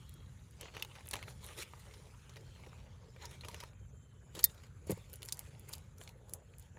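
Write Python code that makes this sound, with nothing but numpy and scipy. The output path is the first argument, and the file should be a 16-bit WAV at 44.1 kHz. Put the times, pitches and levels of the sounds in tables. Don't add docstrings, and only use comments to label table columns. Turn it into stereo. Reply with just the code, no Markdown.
import sys
import numpy as np
from scipy import signal
from scipy.fft import rfft, irfft, next_fast_len
from scipy.io import wavfile
from scipy.ndimage import uniform_filter1d, map_coordinates

SR = 44100
rng = np.random.default_rng(int(sys.argv[2]) if len(sys.argv) > 2 else 0)


def materialize(psi):
    bounded = np.clip(np.atleast_2d(psi).T, -1, 1)
    quanta = np.round(bounded * 32767).astype(np.int16)
    wavfile.write(sys.argv[1], SR, quanta)


def invert_db(level):
    return 10 ** (np.asarray(level, dtype=float) / 20)


N = 299306


def unit(x):
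    return x / np.sqrt(np.mean(x ** 2) + 1e-20)


def along(points, hz):
    f, v = np.transpose(points)
    return np.interp(np.log(hz + 1), np.log(f + 1), v)


def curves(rows):
    s, *cols = np.transpose(rows)
    return [np.interp(np.arange(N) / SR, s, c) for c in cols]


def wobble(rate):
    knots = rng.standard_normal(int(N * rate / SR) + 4)
    return map_coordinates(knots, [np.arange(N) * rate / SR])


def filtered(x, response):
    n = x.shape[-1]
    m = next_fast_len(n + 4096)
    return irfft(rfft(x, m) * response(np.fft.rfftfreq(m, 1 / SR)), m)[..., :n]


def noise(spectrum, n=N):
    return unit(filtered(rng.standard_normal((2, n)), lambda hz: invert_db(along(spectrum, hz))))


def add(track, s, sound):
    part = track[..., round(s * SR):][..., :sound.shape[-1]]
    part += sound[..., :part.shape[-1]]


def decay(t, t60, attack):
    return invert_db(-60 * t / t60) * (1 - np.exp(-t / attack))


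def patchy(pair, depth_db):
    def smooth(bins, frames):
        rough = rng.standard_normal(z.shape[1:])
        return unit(uniform_filter1d(uniform_filter1d(rough, size=bins, axis=0), size=frames, axis=1))
    z = signal.stft(pair, nperseg=256)[2]
    gain_db = depth_db * smooth(4, 9) + 3.06 * smooth(2, 60)
    return unit(signal.istft(z * invert_db(gain_db), nperseg=256)[1][:, :N])


def bite():
    # t/s, peak level/dB, t60/s
    teeth = [
        (4.4409, -9, .003),
        (4.4413, -5, .003),
        (4.4423, -7, .006),
        (4.4428, -6, .008),
        (4.4441, -13, .012),
        (4.4466, -8, .009),
        (4.4487, -15, .014),
        (4.4522, -23, .018),
        (4.4568, -25, .010),
    ]
    # f/Hz, level/dB
    enamel = [(600, -37.5), (1500, -34.5), (2200, -15), (3000, -41.5), (4500, -11), (6500, -17.5),
              (8700, -6), (10200, -4), (11600, -1), (13200, 0), (14800, -3), (16000, -9), (16700, -45.5)]
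    # f/Hz, level/dB, t60/s
    tongs = [(1880, -35, 0.075), (3505, -45, 0.0498), (3650, -37.5, 0.11), (4230, -24.5, 0.04),
             (4800, -23, 0.04), (5440, -22, 0.045), (10500, -23, .02), (14850, -19.5, 0.014)]
    out, t = np.zeros((2, N)), np.arange(SR // 5) / SR
    for s, db, t60 in teeth:
        contact = noise(enamel, len(t)) * decay(t, t60, 0.000067)
        add(out, s, invert_db(db + 0.5) * contact / np.abs(contact[0]).max())
    slide = noise([(3000, -22), (4800, 1), (7500, -7.5), (9500, -45.5)], len(t))
    add(out, 4.43, invert_db(-33.0) * slide * decay(t, 0.082, 0.0048))
    drift = np.cumsum(rng.standard_normal((len(tongs), len(t))), axis=1) * 0.027
    for (hz, db, t60), phase in zip(tongs, drift):
        ring = np.sin(2 * np.pi * hz * t + phase)
        add(out[0], teeth[1][0], invert_db(db) * decay(t, t60, 0.00054) * ring)
    return out


def clicks():
    # t/s, peak level/dB, brightness/dB, main resonance f/Hz
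    twigs = [(.6111, -27.5, -7, 2020), (.6306, -31.5, -28, 2900), (.6574, -32.5, -46, 1800),
             (.7406, -36, -29, 1220), (.7492, -31, -28, 1210), (.7676, -25, -26, 2160),
             (.7983, -31.5, -19, 1870), (.8483, -31.5, -14, 2970), (.954, -34.5, -21, 1520),
             (.9619, -38, -23, 2180), (.986, -38.5, -31, 2210), (1.0611, -38.5, -20, 1490),
             (1.1115, -18.5, 0.5, 2100), (1.1328, -24, -9, 2310), (1.1372, -16.5, -10, 2200),
             (1.1425, -25, -30, 1300), (1.166, -32, -15, 3300), (1.191, -35.5, -30, 2020),
             (1.237, -34.5, -20, 2500), (1.08, -37, -30, 2800), (1.1557, -22.5, -24, 1230),
             (1.2275, -25, -19.5, 2100), (1.2813, -33, -33, 1520), (1.7359, -36.5, -45, 1180),
             (2.3597, -38, -18, 1680), (2.5618, -42, -38, 1600), (2.664, -39.5, -26, 1820),
             (2.7307, -42, -44, 1230), (3.485, -25, -14.5, 1170), (3.5145, -35, -14, 1570),
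             (3.5445, -28.5, -20, 1340), (3.6368, -25.5, -21, 1320), (3.7333, -45, -36, 1530),
             (5.4707, -44, -15, 2020), (6.0134, -34.5, -22, 1775)]
    # t/s, peak level/dB, brightness/dB, main resonance f/Hz
    leaves = [(.683, -36.5, -44, 2680), (.9128, -40, -28, 3230), (1.0077, -39, -22, 1740),
              (1.7946, -45.5, 11, 1810), (1.9383, -37, -16, 4330), (2.2946, -39, -15, 6400),
              (2.3365, -47, -10, 2710), (2.3676, -37, -22, 2040), (2.6363, -40, -30, 2330),
              (2.8648, -47.5, -45, 2060), (3.1629, -37.5, -29, 1530), (3.3118, -40, -9, 1360),
              (3.4097, -36, -15, 4200), (3.4357, -34.5, -38, 2440), (3.4482, -32.5, -20, 1350),
              (3.6028, -30.5, -15.5, 5300), (4.3513, -32.5, -7.5, 3940), (4.392, -22.5, -9, 3320),
              (4.497, -43, -20, 3920), (4.545, -48, -2, 2400), (4.578, -47.5, -16, 3900),
              (4.6, -52, -18, 2200), (4.635, -44, -17, 2200), (4.665, -50, -11, 2600),
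              (4.8695, -41.5, 13.5, 3680), (5.0975, -46, 1, 5000), (5.7296, -29, 9, 2020),
              (6.7706, -37, -68, 1860)]
    # t/s, peak level/dB, brightness/dB
    claws = [(0.0944, -33.5, 17), (0.1406, -36.5, 41), (0.5103, -40, 26), (1.057, -39, 21),
             (1.0723, -31, 51), (1.0883, -28.5, 43), (1.3022, -43, 4), (1.4436, -36, 17), (1.4582, -41, 14),
             (1.4647, -30, 30), (4.9083, -20, 28), (4.9163, -20.5, 14), (4.92, -26.5, -10),
             (5.3716, -33.5, 13), (5.5962, -34.5, 51), (5.722, -40, 15), (5.782, -36, 17), (6.0375, -38, 9),
             (6.296, -36, 17), (6.5842, -36, 28)]
    # t/s, peak level/dB, brightness/dB, main resonance f/Hz
    snaps = [(.8243, -17, -16, 2710), (2.4093, -47, -5, 4410), (3.2552, -27, -13.5, 5360),
             (5.1314, -31.5, 10, 5060), (5.1376, -31, 7, 4780), (5.1576, -35.5, 7, 5920),
             (5.221, -33.5, -15, 2230), (5.2816, -38, -2, 4700), (5.2872, -24, -12, 5500),
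             (5.3237, -17.5, -4.5, 5100), (5.5504, -41.5, -35, 2170), (5.6918, -33, 12, 5200),
             (5.7355, -21, -10.5, 4800), (5.9831, -39, 3, 5840), (6.0763, -31.5, -18, 2220),
             (6.0919, -38, -8, 2720), (6.3363, -21, 8.5, 5060), (6.5381, -46.5, -37, 1885),
             (6.5967, -36, 12, 5710), (6.625, -48, 1, 4540)]
    # t/s, peak level/dB, brightness/dB, main resonance f/Hz
    ticks = [(5.2302, -25, -5, 3000), (5.2447, -43, 8, 7000), (5.2519, -32, 7, 5880), (5.259, -30, 6, 7500),
             (5.295, -30, -9, 4500), (5.3305, -31, 4, 6000), (5.345, -37, 12, 7500),
             (5.3927, -20.5, 3, 5300), (5.6885, -36, 5, 6500), (5.7415, -32, 0, 5000),
             (5.753, -37, 4, 8000), (5.757, -38, 10, 8000), (4.409, -34, 20, 8000), (3.5, -46, 8, 7000),
             (4.429, -41, 15.5, 8000), (5.274, -50, 5, 7000), (3.203, -54, -15, 4800)]
    claw_hz = 1990
    claws = [(*row, claw_hz) for row in claws]
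    # rows, bass tilt/dB, t60/s, tail level/dB
    kinds = [(twigs, -8.5, 0.017, -16.5), (leaves, -9, 0.041, -12), (claws, -2, 0.0049, -19.5),
             (snaps, -23.5, 0.015, -17), (ticks, -17.5, 0.0061, -18.5)]
    out, t = np.zeros((2, N)), np.arange(SR // 12) / SR
    modes = np.geomspace(400, 16000, num=70)
    for rows, low_db, t60, tail_db in kinds:
        body = decay(t, t60, 0.00007)
        spike = invert_db(2.5) * decay(t, 0.0017, 0.00027)
        tail = invert_db(tail_db) * decay(t, 0.069, 0.00128)
        for s, db, high_db, hz in rows:
            colour = [(120, low_db - 22.0), (600, low_db + 6), (hz * 0.6, 0.55 * low_db - 3.5),
                      (hz * 0.91, -5), (hz, 3), (hz * 1.03, -5),
                      (9000, high_db - 0.5), (15500, high_db - 6.0), (16600, -50)]
            modes_db = along(sorted(colour), modes) + 4 * rng.standard_normal(len(modes))
            burst = noise(list(zip(modes, modes_db)), len(t)) * (spike + body + tail)
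            add(out, s - .0003, invert_db(db - 4.0) * burst / np.abs(burst[0]).max())
    return out


def thuds():
    # t/s, peak level/dB, starting f/Hz, t60/s
    landings = [(4.351, -38, 524, 0.067), (4.364, -31, 490, 0.026), (4.376, -28, 570, 0.03),
                (4.871, -30, 400, 0.019), (4.896, -17, 783, 0.079), (4.9059, -20.5, 824, 0.058),
                (4.9195, -22, 610, 0.068), (4.974, -29, 895, 0.011), (6.327, -38.5, 447, 0.063),
                (2.67, -35.5, 815, 0.037), (0.264, -59, 500, .04), (0.424, -54, 1100, 0.026)]
    # t/s, peak level/dB, f/Hz, t60/s
    ground = [
        (4.868, -38.5, 91, 0.15),
        (4.897, -34, 119, 0.069),
        (4.923, -26.5, 98, 0.088),
    ]
    # f/Hz, level/dB
    puff = [(250, -29), (550, 5.5), (900, -6), (1400, -14), (3500, -24.5)]
    belly_hz = 168
    puff_db, puff_t60_s = -12.5, 0.04
    out, t = np.zeros((2, N)), np.arange(SR // 8) / SR
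    for s, db, hz, t60 in landings:
        pitch = belly_hz + (hz - belly_hz) * np.exp(-t / .0022)
        push = np.sin(2 * np.pi * np.cumsum(pitch) / SR)
        add(out[0], s, invert_db(db) * decay(t, t60, 0.0023) * push)
        add(out, s, invert_db(db + puff_db) * decay(t, puff_t60_s, 0.0035) * noise(puff, len(t)))
    for s, db, hz, t60 in ground:
        add(out[0], s, invert_db(db) * decay(t, t60, 0.0068) * np.sin(2 * np.pi * hz * t))
    return out


def dragging():
    # start t/s, length/s, scrape level/dB, sizzle over scrape/dB
    strokes = [(0.614, 0.056, -55, -28), (0.756, 0.054, -53.5, -19), (0.96, 0.047, -60.5, -12),
               (1.121, 0.056, -55, -23), (1.163, 0.057, -56, -10.5), (1.289, 0.011, -52.5, -5),
               (1.434, 0.1, -56, -2), (3.223, 0.028, -52, -12), (3.297, 0.06, -59, -5),
               (3.45, 0.13, -59, -9), (3.546, 0.099, -58.5, -24), (4.367, 0.034, -51.5, -6.5),
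               (4.459, 0.061, -66.5, 4), (4.559, 0.1, -68, -6), (4.898, 0.016, -52, -10),
               (5.132, 0.023, -66, 0.5), (5.24, 0.24, -66.5, -2), (5.69, 0.079, -59.5, -5),
               (6.009, 0.024, -66, 5.5), (6.03, 0.074, -68.5, -2), (6.29, 0.063, -71.5, 4),
               (6.602, 0.055, -71.5, -2.5)]
    # t/s, scrape level/dB
    restless = [(0, -65.5), (.15, -69), (.5, -71.5), (.9, -65.5), (1.36, -65.5), (1.7, -64), (1.92, -62),
                (2.1, -68), (2.6, -63.5), (3, -70.5), (3.68, -62.5), (3.74, -81.5), (4.85, -77.5),
                (4.95, -63), (5.1, -69), (5.8, -67), (5.97, -79), (6.79, -75.5)]
    # t/s, sizzle over scrape/dB
    dryness = [(0, -5), (2.1, -3.5), (3, -13), (4.6, -3), (6.79, -9.5)]
    rise_db_per_s, fall_db_per_s = 499.5, 403
    edged = [(*row, rise_db_per_s, fall_db_per_s) for row in strokes]
    edged.append((1.578, 0.053, -46.5, -2, 1100, 1100))
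    t = np.arange(N) / SR
    scrape = invert_db(curves(restless)[0]) ** 2
    sizzle = scrape * invert_db(curves(dryness)[0]) ** 2
    for s, length, db, dry_db, rise, fall in edged:
        power = invert_db(db - rise * (s - t).clip(0) - fall * (t - s - length).clip(0)) ** 2
        scrape = scrape + power
        sizzle = sizzle + power * invert_db(dry_db) ** 2
    return 10 * np.log10(scrape), 10 * np.log10(sizzle)


def shuffle():
    # f/Hz, level/dB
    scrape_colour = [(500, -33), (1200, 2.5), (2500, -1), (4500, -4), (7000, -7), (10000, -30)]
    # f/Hz, level/dB
    sizzle_colour = [(4000, -34.5), (7000, -6), (9500, -5.5), (12000, -18.5), (14300, -12), (15000, -28),
                     (16000, -39.5)]
    # f/Hz, level/dB
    soil_colour = [(150, -31), (300, 0.5), (500, 4.5), (900, 6), (1500, -20), (3000, -38)]
    scrape_db, sizzle_db = dragging()
    grains = (rng.random(N) < 160 / SR) * invert_db(4.5 * rng.exponential(size=N).clip(0, 2))
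    grain_fall = invert_db(-60 * np.arange(SR // 50) / SR / 0.005)
    grit = 1 + .5 * signal.fftconvolve(grains, grain_fall)[:N]
    # colour, level/dB, share of grit, patch depth/dB
    layers = [(scrape_colour, scrape_db, 1.2, 2.8), (sizzle_colour, sizzle_db, .8, 1.8),
              (soil_colour, scrape_db - 3, .6, 3.5)]
    out = np.zeros((2, N))
    for colour, db, share, depth_db in layers:
        out += invert_db(db) * unit(grit ** share * patchy(noise(colour), depth_db))
    return out


def board():
    # start t/s, level/dB, length/s
    rubs = [
        (3.211, -51.5, 0.061),
        (3.473, -43, 0.036),
        (3.625, -45.5, 0.03),
    ]
    # f/Hz, level/dB
    hum = [(700, -39), (880, -3), (950, 14), (1150, -32)]
    out = np.zeros((2, N))
    for s, db, length in rubs:
        t = np.arange(round(length * SR)) / SR
        add(out, s, invert_db(db - 5.5) * np.sin(np.pi * t / length) * noise(hum, len(t)))
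    return out


def background():
    # t/s, level/dB
    traffic_levels = [(0.0, -57), (0.36, -58.5), (0.98, -60), (1.32, -56), (1.64, -61), (2.87, -58),
                      (3.01, -60.5), (3.57, -57), (4.06, -60), (4.86, -58), (5.27, -60.5), (5.61, -58),
                      (6.39, -61.5), (6.79, -59.5)]
    # f/Hz, level/dB
    rumble = [(13, -59), (22, -33.5), (29, -26), (36, -9.5), (60, 1), (135, 0), (156, -6), (183, -7),
              (263, -16), (330, -30.5), (430, -52), (730, -120)]
    # f/Hz, level/dB
    trees = [(200, 2.5), (450, 11.5), (800, 0), (1500, 1), (3000, -12), (3500, -11.5), (5200, -28.5),
             (6400, -6), (7300, -4), (8400, -23.5), (9600, -13), (11000, -19.5), (14300, -21.5),
             (14900, -54.5)]
    # start t/s, end t/s, first f/Hz, last f/Hz, level/dB
    trills = [
        (0, .3, 3400, 3220, -72.5),
        (.16, .32, 4000, 3900, -84),
        (1.85, 2.065, 3000, 3180, -76),
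        (2.4, 2.628, 3180, 3100, -74),
        (2.72, 2.857, 4050, 3750, -77),
        (3.71, 3.88, 3200, 3080, -80),
        (3.9, 4.35, 3170, 2960, -79.5),
    ]
    traffic = invert_db(curves(traffic_levels)[0] + 5.0) * unit(invert_db(0.5 * wobble(4.6)) * noise(rumble))
    out = traffic + invert_db(-65.5) * patchy(noise(trees), depth_db=3.5)
    flutter = .35 + .9 * np.array([wobble(120), wobble(120)])
    for start, end, first_hz, last_hz, db in trills:
        t = np.arange(round((end - start) * SR)) / SR
        line = np.sin(2 * np.pi * np.cumsum(np.linspace(first_hz, last_hz, len(t))) / SR)
        swell = np.abs(np.sin(np.pi * t / t[-1])) ** .5
        add(out, start, invert_db(db + 4) * swell * line * flutter[:, round(start * SR):][:, :len(t)])
    return out


def stereo(pair, alike, zoomed_alike):
    # f/Hz, right side's lead/rad
    ports = [(60, 0), (226, -2.9), (420, -6.1), (700, -9.2), (900, -7.6), (1500, -9.4), (2700, -12.6),
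             (3100, -13.5), (4200, -13.2), (5000, -15.7), (6000, -18.7), (7700, -23.3), (8600, -22),
             (16500, -6.3)]
    zoomed_ports = list(ports[:9]) + [(5200, -15), (5900, -14.9), (8600, -9.43), (16500, 6.27)]
    zoom_s = 3.72

    def through(likeness, network):
        def split(hz):
            turn = np.arccos(np.clip(along(likeness, hz), 0, 1)) / 2
            return np.array([np.cos(turn), np.sin(turn)])

        def phase(hz):
            lead = np.interp(hz, *np.transpose(network)) / 2
            return np.exp(1j * np.array([-lead, lead]))
        mid, side = filtered(pair, split)
        return filtered(np.array([mid + side, mid - side]), phase)
    zoom = ((np.arange(N) / SR - zoom_s) / .02).clip(0, 1)
    return (1 - zoom) * through(alike, ports) + zoom * through(zoomed_alike, zoomed_ports)


def scene():
    # f/Hz, likeness
    near_alike = [(100, 0.32), (600, 0.78), (1500, 0.56), (4000, 0.42), (6500, 0.2), (8300, 0.54),
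                  (16000, 1)]
    # f/Hz, likeness
    near_zoomed = [(100, 0.442), (600, 0.75), (1500, 0.42), (4000, 0.34), (5600, 0.3), (6500, 0.85),
                   (16000, 0.98)]
    # f/Hz, likeness
    far_alike = [(60, 1), (300, 0.38), (1500, 0.13), (4000, 0.24), (8000, .3), (11000, 1), (16000, 0.97)]
    near = stereo(bite() + clicks() + thuds() + shuffle() + board(), near_alike, near_zoomed)
    far = stereo(background(), far_alike, far_alike)
    return near + invert_db([[-.6], [.6]]) * far


def top_cut(x):
    return signal.sosfilt(signal.butter(12, 16800, fs=SR, output="sos"), x)


def record(dry):
    top_hz, bass_hz = 16100, 38

    def band(hz):
        return invert_db(-.05 * (hz - top_hz).clip(0)) / np.sqrt(1 + (bass_hz / (hz + 1)) ** 6)
    return top_cut(filtered(dry, band))


dry = scene()
out = record(dry)
materialize(out)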